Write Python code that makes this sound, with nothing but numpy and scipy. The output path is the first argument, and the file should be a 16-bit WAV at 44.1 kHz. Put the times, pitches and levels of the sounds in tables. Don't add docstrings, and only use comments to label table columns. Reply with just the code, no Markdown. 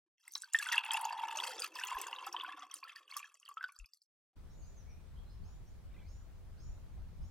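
import sys
import numpy as np
from scipy import signal
from scipy.io import wavfile
from scipy.ndimage import uniform_filter1d

SR = 44100
rng = np.random.default_rng(int(sys.argv[2]) if len(sys.argv) > 2 else 0)


def level_to_linear(level):
    exponent = np.asarray(level, float) / 20
    return 10 ** exponent


def generate_wav(sig):
    pcm = np.round(np.clip(np.atleast_2d(sig).T, -1, 1) * 32767).astype(np.int16)
    wavfile.write(sys.argv[1], SR, pcm)


N = 321930
AIR_OPENS_S = 4.355
HEAVE = 0.025

# [t/s, gulps level/dB, small bubbles level/dB, spray level/dB]
STREAM = [(0.16, -99, -100, -100), (0.24, -75, -81.5, -73), (0.5, -70.5, -68.5, -75.5),
          (0.56, -70.5, -62, -59.5), (0.74, -37, -42, -50), (0.83, -45.5, -53.5, -73),
          (0.95, -36.5, -46.5, -51), (1.09, -42.5, -57, -71.5), (1.33, -39, -54, -63.5),
          (1.42, -40.5, -55.5, -55), (1.63, -56, -52.5, -53.5), (1.92, -39.5, -53.5, -59),
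          (2.19, -48, -61.5, -69), (2.38, -44, -55, -70), (2.62, -49.5, -66.5, -77),
          (2.95, -58.5, -62.5, -72), (3.2, -59, -64.5, -66.5), (3.4, -74, -85, -88), (3.6, -53.5, -74, -77),
          (3.76, -64.5, -89.5, -84.5), (3.95, -88, -90.5, -87.5), (4.08, -100, -105, -100)]
# [t/s, length/s, level change/dB]
BREAKS = [(0.32, 0.046, -13), (0.4, 0.061, -11), (0.51, 0.031, -11.5), (1.71, 0.076, -20),
          (2.31, 0.05, -14), (2.68, 0.036, -8.5), (2.8, 0.096, -14), (2.94, 0.021, -13),
          (3.06, 0.079, -14.5), (3.4, 0.13, -4.5), (3.545, 0.1, -11.5)]
# [t/s, level/dB, f/Hz]
BUBBLES = [(0.278, -42.5, 2054), (0.354, -24.5, 3960), (0.435, -37.5, 1536), (0.546, -13.5, 1793),
           (0.587, -29, 3510), (0.598, -32, 1660), (0.666, -28, 1496), (0.688, -26.5, 3230),
           (0.691, -29, 1440), (0.725, -23.5, 1896), (0.737, -26.5, 1830), (0.78, -13.5, 2750),
           (0.854, -32, 2760), (0.908, -20.5, 3195), (0.943, -24, 2680), (0.888, -39, 895),
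           (0.948, -29, 869), (0.977, -33.5, 890), (1.013, -35.5, 950), (1.033, -34, 895),
           (1.052, -28.5, 865), (1.069, -38, 860), (1.083, -39, 926), (1.106, -35, 943),
           (1.129, -34.5, 946), (1.164, -39.5, 894), (1.188, -35, 946), (1.208, -37, 880),
           (1.234, -29, 900), (1.293, -40, 900), (1.324, -45, 884), (1.421, -37.5, 950), (1.388, -27, 2910),
           (1.401, -25.5, 3350), (1.589, -38, 3480), (1.621, -36, 2490), (1.757, -42, 1010),
           (1.788, -35, 1790), (1.813, -32.5, 1530), (1.836, -24.5, 2860), (1.947, -37.5, 1670),
           (2.066, -38, 1530), (2.162, -36, 3740), (1.913, -31.5, 1094), (1.923, -31.5, 1004),
           (1.967, -29.5, 1000), (2.082, -40, 974), (2.129, -39.5, 973), (2.129, -28.5, 2840),
           (2.186, -35, 3020), (2.226, -40.5, 990), (2.268, -32.5, 1280), (2.267, -39, 790),
           (2.344, -31.5, 960), (2.365, -26.5, 3080), (2.399, -30.5, 2920), (2.41, -31, 3480),
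           (2.446, -32, 1460), (2.477, -43.5, 1110), (2.49, -41.5, 1630), (2.532, -44, 1750),
           (2.579, -44.5, 1380), (2.622, -39, 1200), (2.714, -41.5, 3190), (2.827, -40.5, 1067),
           (2.832, -38.5, 2440), (2.848, -42, 1340), (2.875, -45.5, 1780), (2.895, -42.5, 2610),
           (2.965, -41.5, 1810), (3.079, -47, 2900), (3.123, -38.5, 2230), (3.123, -45.5, 1060),
           (3.1415, -42.5, 3210), (3.164, -32, 1155), (3.191, -42, 2780), (3.201, -42.5, 2380),
           (3.201, -42.5, 1148), (3.229, -38, 2470), (3.242, -41.5, 1690), (3.429, -49.5, 2860),
           (3.46, -47, 3120), (3.479, -43.5, 2900), (3.489, -41, 1153), (3.512, -43, 1120),
           (3.57, -31, 1290), (3.609, -32.5, 1524), (3.628, -36.5, 1514), (3.64, -25, 1485),
           (3.688, -46, 1140), (3.693, -46.5, 2330), (3.762, -56.5, 1240), (3.799, -48, 2680),
           (3.844, -48.5, 2494)]
# [t/s, level/dB, centre f/Hz]
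SPLASHES = [(0.28, -33, 8350), (0.321, -32.5, 12300), (0.337, -32, 6300), (0.352, -22.5, 5540),
            (0.379, -31.5, 6460), (0.42, -25, 8020), (0.4432, -37.5, 4540), (0.527, -43, 6700),
            (0.535, -18.5, 7370), (0.5885, -20.5, 7370), (0.672, -27.5, 8550), (0.72, -30, 4840),
            (0.779, -27, 8500), (0.8486, -29.5, 9400), (0.9173, -20.5, 8000), (0.935, -16, 10400),
            (1.013, -23, 9900), (1.0521, -24, 6700), (1.125, -32.5, 4700), (1.3723, -21.5, 6350),
            (1.443, -34, 7600), (1.601, -21.5, 8860), (1.62, -23, 4730), (1.755, -30.5, 5020),
            (1.8162, -44, 13000), (1.8494, -26.5, 11700), (1.871, -27.5, 6730), (1.951, -33, 12200),
            (1.987, -29, 12000), (2.015, -24.5, 7900), (2.015, -22, 11960), (2.0691, -28, 7000),
            (2.2656, -27, 12200), (2.327, -28.5, 5560), (2.4367, -36.5, 11500), (2.5953, -40.5, 6180),
            (2.7128, -35.5, 5800), (2.741, -20, 9260), (2.839, -37.5, 4520), (2.9602, -36, 4620),
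            (3.1124, -36, 4420), (3.1676, -20, 11200), (3.3428, -41, 7000), (3.399, -45, 6600),
            (3.453, -44.5, 4660), (3.4888, -35, 10700), (3.541, -46.5, 7000), (3.641, -40, 4780),
            (3.722, -41, 10240), (3.7635, -45, 4810), (3.789, -36, 7230), (3.859, -45, 5010),
            (3.9345, -40, 4850), (4.0184, -50.5, 4994)]
# [f/Hz, width/Hz, level against the small bubbles/dB]
HOLLOW = [(1750, 50, -14), (2680, 68, -9), (3346, 99, -10.5), (4700, 36, -21.5)]
# [f/Hz, relative level per Hz/dB]
AIR = [(88, -26.5), (150, -4), (201, -12.5), (317, -16), (682, -19), (2760, -31.5), (3770, -31.5),
       (7510, -37.5), (13800, -41), (15600, -40.5), (16500, -52)]


def stream():
    lumps = evened(uniform_filter1d(rng.standard_normal(N), size=400))
    water = plunge() + level_to_linear(4.42 * lumps) * fizz() + level_to_linear(4.4 * lumps) * spray()
    t = np.arange(N) / SR
    return water * ((t > STREAM[0][0]) & (t < STREAM[-1][0]))


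def plunge():
    # [t/s, f/Hz]
    pocket = [(.6, 948), (.95, 898), (1.5, 906), (1.95, 1006), (2.6, 1098), (3.5, 1151), (3.66, 1479),
              (3.78, 1452), (3.84, 1208)]
    median_gap_s, gap_jitter = 1 / 50, 0.35
    hz = column(pocket, index=1)
    level_db = column(STREAM, index=1) + humps(BREAKS)
    draws = rng.standard_normal((250, 3))
    times = np.cumsum(np.exp(gap_jitter * draws[:, 0])) * median_gap_s
    out = np.zeros(N)
    for s, (_, size, db) in zip(times, draws):
        at = round(s * SR)
        add(out, s, level_to_linear(level_db[at] + 2.9 * db) * gulp(hz[at] * (1 + 0.04 * size)))
    return out + level_to_linear(level_db - 12) * rung(hz, 70, 260, spread_db=3.5, soft=0.033)


def gulp(hz):
    sound = ring(hz, 26 / hz, 2.2 / hz, 0.025)
    return sound / abs(sound).max()


def fizz():
    # [f/Hz, relative level per Hz/dB]
    bubble_colour = [(710, -36), (1200, 2.5), (1740, -9), (1880, -12), (2010, -3), (2300, -7.5),
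                     (2700, -4.5), (3390, -7), (4200, -26), (5460, -50), (9240, -120)]
    hollow = np.zeros(N)
    for hz, width, db in HOLLOW:
        hollow += level_to_linear(db) * rung(hz * wander(HEAVE), width, 300, spread_db=5.5, soft=0.39)
    level = level_to_linear(column(STREAM, index=2) + humps(BREAKS))
    level = np.sqrt(level ** 2 + stirred(BUBBLES, after_db=-29, t60=0.043))
    return level * (grains(bubble_colour, 1000, cycles=41, spread_db=4.5, glide=0.0097) + hollow)


def spray():
    # [f/Hz, relative level per Hz/dB]
    spray_colour = [(2240, -36.5), (3800, -7.5), (4650, 0.5), (5100, -4.5), (5530, -1), (9040, -8.5),
                    (10600, -9.5), (15100, -16), (16500, -31)]
    level = level_to_linear(column(STREAM, index=3) + humps(BREAKS))
    level = np.sqrt(level ** 2 + stirred(SPLASHES, after_db=-33, t60=0.21))
    ringing = grains(spray_colour, 2200, cycles=46, spread_db=6.0, glide=0.041)
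    return level * (ringing + level_to_linear(-10) * patter())


def patter(count=8, per_s=120):
    out = np.zeros(N)
    for shape in crack(rng.standard_normal((count, 150))):
        out += signal.oaconvolve(clicks(per_s / count, spread_db=4.5), shape)[:N]
    treble = signal.butter(2, [3800, 13000], "band", fs=SR, output="sos")
    return evened(signal.sosfilt(treble, out))


def drops():
    out = np.zeros(N)
    for s, db, hz in BUBBLES:
        bubble = gulp(hz) if hz < 1060 else ring(hz, 48 / hz, 1.5 / hz, 0.021)
        add(out, s, level_to_linear(db) * bubble)
        add(out, s, cluster(db - 15.5, 900, span=4.3, t60=0.017, spread_s=0.0072))
    for s, db, hz in SPLASHES:
        shorter = (5000 / hz) ** 2
        add(out, s, level_to_linear(db) * ring(hz, 0.010 * shorter, 0.0005 * shorter, 0.011))
        add(out, s, level_to_linear(db - 11) * crack(rng.random(150)))
        add(out, s, cluster(db - 13.5, 4770, span=4.7, t60=0.014, spread_s=0.003))
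    return out


def cluster(db, low_hz, span, t60, spread_s):
    sound = np.zeros(SR // 10)
    for late, size in rng.random((6, 2)):
        tiny = ring(low_hz * span ** size, t60, t60 / 16, 0.052)
        add(sound, spread_s * late, level_to_linear(db - 9.7 * late) * tiny)
    return sound


def depths():
    # [t/s, glugs level/dB, hum level/dB]
    deep_levels = [(0.85, -100, -94), (1.0, -91, -86.5), (1.52, -59.5, -74), (1.85, -75, -78),
                   (2.0, -60.5, -87.5), (2.2, -71.5, -83), (2.4, -71.5, -66), (2.63, -83, -78),
                   (2.93, -82.5, -90.5), (3.4, -91.5, -100), (3.6, -85, -100), (3.8, -102, -102)]
    # [f/Hz, width/Hz, relative level/dB]
    gurgle = [(480, 43.6, -3), (409, 40, -7), (740, 67, -1)]
    pitch_wander = 0.057
    glugs = np.zeros(N)
    for hz, width, db in gurgle:
        glugs += level_to_linear(db) * rung(hz * wander(pitch_wander), width, 80, spread_db=3.5, soft=0.12)
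    hum = rung(320 * wander(pitch_wander), 24, 60, spread_db=3, soft=0.005)
    deep = level_to_linear(column(deep_levels, index=1)) * glugs + level_to_linear(column(deep_levels, index=2)) * hum
    return signal.sosfilt(signal.butter(4, 240, "high", fs=SR, output="sos"), deep)


def plops():
    # [t/s, level/dB, f/Hz]
    large_bubbles = [(0.947, -50, 740), (1.121, -39.5, 704), (1.366, -43, 610), (1.483, -41, 507),
                     (1.543, -45, 464), (1.601, -39.5, 484), (2.342, -40.5, 730), (2.48, -40, 748),
                     (2.578, -46.5, 742), (2.63, -44, 740), (2.755, -64.5, 311), (3.165, -58, 629),
                     (3.345, -67, 644)]
    out = np.zeros(N)
    for s, db, hz in large_bubbles:
        add(out, s, level_to_linear(db) * ring(hz, 40 / hz, 3.6 / hz, 0.018))
    return out


def pot(x):
    air = np.zeros(N)
    for hz, width, db in HOLLOW:
        turn = np.exp(2j * np.pi * np.cumsum(hz * wander(HEAVE)) / SR)
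        r = np.exp(-np.pi * width / SR)
        air += 2 * (turn * signal.lfilter([1 - r], [1, -r], x / turn)).real
    x = x + air
    dull = signal.lfilter([0.4], [1, -0.6], echoes(0.14))
    bright = np.gradient([echoes(0.026), echoes(0.025)], axis=1)
    walls = level_to_linear(-10.5) * dull + level_to_linear(-11) * bright
    both = x + signal.fftconvolve(x[None], walls, axes=1)[:, :N]
    return np.array([both[0], np.append(0, both[1, :-1])])


def echoes(t60):
    t = np.arange(SR // 8) / SR
    signs = rng.choice([-1., 1.], len(t))
    taps = signs * (rng.random(len(t)) < 0.06) * level_to_linear(-60 * t / t60) * (t > 0.001)
    return taps / np.linalg.norm(taps)


def thumps():
    # [t/s, level before the left-right offset/dB, f/Hz, length/s]
    pushes = [(0.539, -62, 49.5, 0.017), (1.945, -54, 39.7, 0.031), (3.785, -47, 40.14, 0.072)]
    out = np.zeros(N)
    for s, db, hz, length in pushes:
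        t = np.arange(int(length * SR)) / SR
        add(out, s, level_to_linear(db) * np.sin(2 * np.pi * hz * t) * np.sin(np.pi * t / length) ** 2)
    return out * level_to_linear([[2.5], [-3.5]])


def outdoors():
    # [f/Hz, correlation]
    likeness = [(60, 0.25), (180, 0.29), (550, 0.38), (1650, 0.52), (4970, 0.071), (15000, 0.0)]
    # [f/Hz, relative level per Hz/dB]
    wind_colour = [(8.8, -35), (15, -5.5), (54, 4), (91, -5.5), (123, -12.5), (162, -14), (210, -24.5),
                   (339, -35), (400, -28.5), (520, -71), (880, -120)]
    # [t/s, level rise/dB]
    gust_rises = [(4.45, 4), (5.172, 3), (5.439, 6.5), (6.69, 7), (6.97, 7), (7.221, 8.5)]
    gusts = humps([(s, 0.1, db) for s, db in gust_rises])
    tilt_db = np.array([[0.8], [-0.8]])
    wind = level_to_linear(-51 + gusts + tilt_db) * noise(wind_colour, likeness, 1.0, size=2048)
    air = level_to_linear(-66) * noise(AIR, likeness, 1.42, size=1024)
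    fade_in = np.clip((np.arange(N) / SR - AIR_OPENS_S) / 0.014, 0, 1)
    return (wind + air + birds() + rustle()) * fade_in


def noise(colour, same, patchy_db, size):
    hz = np.fft.rfftfreq(size, 1 / SR)
    a, b, c, d, patches = rng.standard_normal((4 * N // size + 5, len(hz), 5)).T
    patches = uniform_filter1d(uniform_filter1d(patches, size=10, axis=0), size=10, axis=1)
    like = np.clip(read(same, hz), -1, 1)[:, None]
    left = a + 1j * b
    right = like * left + np.sqrt(1 - like ** 2) * (c + 1j * d)
    level_db = read(colour, hz)[:, None] + patchy_db * evened(patches)
    z = np.array([left, right]) * level_to_linear(level_db)
    return evened(signal.istft(z, nperseg=size, noverlap=size * 3 // 4)[1][:, :N])


def birds():
    # [t/s, length/s, start f/Hz, level before the blur/dB]
    calls = [(4.493, 0.072, 5430, -75), (5.424, 0.14, 3860, -74), (5.653, 0.063, 5500, -75.5),
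             (6.055, 0.16, 3850, -72), (6.571, 0.17, 3810, -70), (7.208, 0.11, 4700, -75)]
    # [t/s, length/s, start f/Hz, end f/Hz, level before the blur/dB]
    notes = [(4.569, 0.15, 7100, 5560, -69), (4.616, 0.046, 4180, 5400, -71),
             (4.661, 0.064, 6940, 6770, -68), (4.759, 0.065, 6760, 5290, -65.5),
             (4.863, 0.13, 2300, 2434, -71), (4.888, 0.046, 5990, 5480, -67),
             (5.16, 0.067, 3134, 3400, -70.5), (5.256, .09, 4050, 4380, -73.5),
             (5.289, 0.071, 4980, 5170, -72.5)]
    low_hz, high_from_hz, high_hz, glide_s = 5800, 5900, 7000, 0.028
    out = np.zeros(N)
    for s, length, from_hz, db in calls:
        left = np.exp(-np.arange(int(length * SR)) / SR / glide_s)
        add(out, s, whistle(low_hz + (from_hz - low_hz) * left, db))
        add(out, s + 0.15 * length, whistle(high_hz + (high_from_hz - high_hz) * left, db))
    for s, length, from_hz, to_hz, db in notes:
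        add(out, s, whistle(np.linspace(from_hz, to_hz, int(length * SR)), db))
    t = np.arange(SR // 4) / SR
    echo = rng.standard_normal((2, len(t))) * level_to_linear(-60 * t / 0.4)
    echo /= np.linalg.norm(echo[0])
    return 0.7 * out + 0.85 * signal.fftconvolve(out[None], echo, axes=1)[:, :N]


def whistle(hz, db):
    waver = evened(uniform_filter1d(rng.standard_normal(SR // 4), size=120))[:len(hz)]
    t = np.arange(len(hz)) / SR
    swell = np.minimum(t / 0.0094, 1) * np.sqrt(np.cos(np.pi / 2 * t / t[-1]) + 1e-9)
    return level_to_linear(db) * np.sin(2 * np.pi * np.cumsum(hz + 105 * waver) / SR) * swell


def rustle(start_s=5.87, length_s=0.23, db=-69):
    out = np.zeros(N)
    for late, size in rng.random((90, 2)):
        hz = 2150 * np.exp(3 * (size - 0.5) ** 3 + 0.15 * size)
        add(out, start_s + length_s * late, np.sin(np.pi * late) * ring(hz, 0.055, 0.0011, 0.0064))
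    return level_to_linear(db) * out


def ring(hz, t60, rise, glide):
    t = np.arange(int(t60 * SR) + 50) / SR
    swell = level_to_linear(-60 * t / t60) * (1 - np.exp(-t / rise))
    return swell * np.sin(2 * np.pi * hz * t * (1 + glide * t / t60))


def crack(draw):
    burst = np.diff(draw, axis=-1)
    return burst * np.exp(-np.arange(burst.shape[-1]) / SR / 0.00025)


def clicks(per_s, spread_db):
    at = np.flatnonzero(rng.random(N) < per_s / SR)
    chance = rng.random((len(at), 2))
    train = np.zeros(N)
    size_db = spread_db * np.minimum(-np.log(1 - chance[:, 0]), 3.3)
    train[at] = level_to_linear(size_db) * np.sign(chance[:, 1] - 0.5)
    return train


def grains(colour, per_s, cycles, spread_db, glide, count=28):
    out = np.zeros(N)
    pitches = np.geomspace(colour[1][0], colour[-2][0], count) * rng.uniform(0.96, 1.03, count)
    for hz in pitches:
        shape = ring(hz, cycles / hz, 3.1 / hz, glide)
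        train = clicks(per_s / count, spread_db)
        out += hz * level_to_linear(read(colour, hz)) * signal.oaconvolve(train, shape)[:N]
    return evened(out)


def rung(hz, width, per_s, spread_db, soft):
    turn = np.exp(2j * np.pi * np.cumsum(hz * np.ones(N)) / SR)
    r = np.exp(-np.pi * width / SR)
    blows = clicks(per_s, spread_db) * np.exp(2j * np.pi * rng.random(N))
    low = signal.lfilter([1 - r], [1, -r], blows)
    return evened((turn * signal.lfilter([soft], [1, soft - 1], low)).real)


def stirred(rows, after_db, t60):
    kicks = np.zeros(N)
    for s, db, hz in rows:
        kicks[round(s * SR)] += level_to_linear(db + after_db) ** 2
    t = np.arange(SR // 2) / SR
    decay = level_to_linear(-60 * t / t60) ** 2 * np.minimum(t / 0.0072, 1)
    return abs(signal.oaconvolve(kicks, decay)[:N])


def wander(share):
    drift = uniform_filter1d(uniform_filter1d(rng.standard_normal(N), size=3000), size=3000)
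    return 1 + share * evened(drift)


def humps(rows):
    t = np.arange(N) / SR
    return sum(db * np.exp(-(2 * (t - s) / length) ** 2) for s, length, db in rows)


def column(rows, index):
    rows = np.array(rows)
    return np.interp(np.arange(N) / SR, rows[:, 0], rows[:, index])


def read(points, hz):
    f, value = np.transpose(points)
    return np.interp(np.log(hz + 1), np.log(f + 1), value)


def evened(x):
    return x / np.sqrt(np.mean(x ** 2) + 1e-20)


def add(mix, s, sound):
    part = mix[round(s * SR):][:len(sound)]
    part += sound[:len(part)]


def scene():
    no_bass = signal.butter(4, 700, "high", fs=SR, output="sos")
    water = signal.sosfilt(no_bass, stream() + drops()) + depths() + plops()
    return pot(water) + thumps() + outdoors()


def band_limit(x):
    return signal.sosfilt(signal.butter(12, 16450, fs=SR, output="sos"), x)


def record(dry):
    hz, t, z = signal.stft(dry, SR, nperseg=1024, noverlap=768)
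    power = (abs(z) ** 2).mean(0)
    power = uniform_filter1d(uniform_filter1d(power, size=9, axis=0), size=4, axis=1)
    threshold_db = -67.5 + read(AIR, np.maximum(hz, 1500))[:, None]
    over_db = 10 * np.log10(abs(power) + 1e-20) - threshold_db
    gate = level_to_linear(np.clip(1.5 * over_db, -25, 0)) * (hz < 16200)[:, None]
    gain = np.where(t < AIR_OPENS_S - 0.03, gate, 1)
    mix = signal.istft(z * gain, SR, nperseg=1024, noverlap=768)[1][:, :N]
    return band_limit(mix)


dry = scene()
out = record(dry)
generate_wav(out)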